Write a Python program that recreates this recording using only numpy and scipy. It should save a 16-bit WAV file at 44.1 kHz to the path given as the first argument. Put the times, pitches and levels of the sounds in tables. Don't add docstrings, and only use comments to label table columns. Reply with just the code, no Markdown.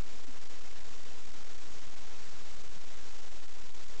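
import sys
import numpy as np
from scipy import signal
from scipy.fft import rfft, irfft
from scipy.io import wavfile

SR = 44100
rng = np.random.default_rng(int(sys.argv[2]) if len(sys.argv) > 2 else 0)


def materialize(psi):
    bounded = np.clip(np.atleast_2d(psi).T, -1, 1)
    quanta = np.round(bounded * 32767).astype(np.int16)
    wavfile.write(sys.argv[1], SR, quanta)


N = 176400
TIME = np.arange(N) / SR
CONVERTER_HZ, STEP_DB = 16000, -45.5


def from_db(db):
    return 10 ** (np.asarray(db) / 20)


def noise(spectrum):
    hz, db = np.transpose(spectrum)
    bins = np.maximum(np.arange(N // 2 + 1) * SR / N, 1e-3)
    gain = from_db(np.interp(np.log(bins), np.log(hz), db))
    gain[0] = 0
    x = irfft(rfft(rng.standard_normal(N)) * gain, N)
    return x / x.std()


def converter_grit(dry):
    bias_steps = .47
    sampled = signal.resample_poly(dry, CONVERTER_HZ, SR, axis=-1)
    return np.round(sampled / from_db(STEP_DB) + bias_steps)


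def rumble():
    # (frequency [Hz], relative level [dB])
    rumble_spectrum = [(2, -13.5), (5, -4.5), (10, -1.5), (22, -5), (37, -2.5), (50, -11), (75, -7.5),
                       (105, -20), (160, -27), (400, -42.5)]
    # (centre time [s], length [s], height [converter steps])
    largest_swings = [(0.047, 0.06, 0.51), (.211, .06, -0.32), (0.259, 0.041, 0.43), (.406, 0.059, -0.41),
                      (0.488, 0.025, -0.4), (0.698, 0.058, 0.41), (0.744, 0.048, -0.42),
                      (1.238, 0.059, -0.35), (1.331, 0.052, 0.34), (1.469, 0.059, -0.36),
                      (1.607, .045, 0.3), (1.806, 0.039, 0.38), (2.434, 0.024, -0.48), (2.678, 0.02, -.6),
                      (2.796, .045, -0.51), (2.828, 0.03, 0.53), (2.861, 0.024, -0.55),
                      (3.298, 0.037, -.42), (3.414, 0.041, -0.53), (3.459, 0.046, 0.45),
                      (3.507, .055, -0.29), (3.547, 0.052, .46), (3.609, 0.027, 0.61), (3.682, 0.042, 0.39),
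                      (3.728, 0.053, -0.41), (3.859, 0.043, -.32)]
    rumble_db, takeover = -59, .7
    bed = from_db(rumble_db) * noise(rumble_spectrum)
    swings = np.zeros(N)
    for centre, length, height in largest_swings:
        arch = np.cos(np.pi * np.clip((TIME - centre) / length, -.5, .5))
        bed *= np.sqrt(1 - takeover * arch)
        swings += from_db(STEP_DB) * height * arch
    return bed + swings


def knocks():
    # (time [s], settled pitch [Hz], level [dB], time to fall 60 dB [s])
    hits = [(.279, 238.7, -44, .15), (1.115, 77.6, -53, .2), (1.757, 151.5, -48.5, 0.063),
            (1.862, 129.7, -50, .1), (2.335, 83, -50.5, 0.1), (2.43, 77.8, -50.5, 0.19),
            (2.76, 170, -43, 0.056), (3.595, 81.8, -53, 0.18)]
    attack_s, settle_s, bend = .004, .012, .25
    out = np.zeros(N)
    for start, hz, db, t60 in hits:
        age = np.maximum(TIME - start, 0)
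        cycles = hz * (age + bend * settle_s * (1 - np.exp(-age / settle_s)))
        attack = 1 - np.exp(-age / attack_s)
        decay = from_db(-60 * age / t60)
        out += from_db(db) * attack * decay * np.sin(2 * np.pi * cycles)
    return out


def camera():
    # (frequency [Hz], relative level [dB])
    hiss_spectrum = [(100, -7), (150, -4), (200, 1), (260, 1.5), (450, .5), (800, -0.5), (1500, -3),
                     (3000, -5.5), (6500, -8.5), (8000, -12.5), (9000, -34.5)]
    # (frequency [Hz], rms level at mid-scene [dB])
    partials = [(448.4, -72), (1345, -81.5), (5520, -82.5), (5550, -84), (5580, -79.5)]
    hiss_db, fade_db_per_s = -57.7, .38
    tones = np.zeros(N)
    for hz, db in partials:
        tones += np.sqrt(2) * from_db(db) * np.sin(2 * np.pi * (hz * TIME + rng.random()))
    fade = from_db(-fade_db_per_s * (TIME - TIME.mean()))
    return from_db(hiss_db) * noise(hiss_spectrum) + tones * fade


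def scene():
    return (rumble() + knocks() + camera())[None]


def record(dry):
    cutoff_hz, dc_offset = 8000, -.0773
    upsample = 441
    low_pass = signal.firwin(32 * upsample + 1, cutoff_hz, window=("kaiser", 9),
                             fs=upsample * CONVERTER_HZ)
    centred = converter_grit(dry) - .5
    smooth = signal.resample_poly(centred, SR, CONVERTER_HZ, axis=-1, window=low_pass)[:, :N]
    return from_db(STEP_DB) * (smooth + .5) + dc_offset


dry = scene()
out = record(dry)
materialize(out)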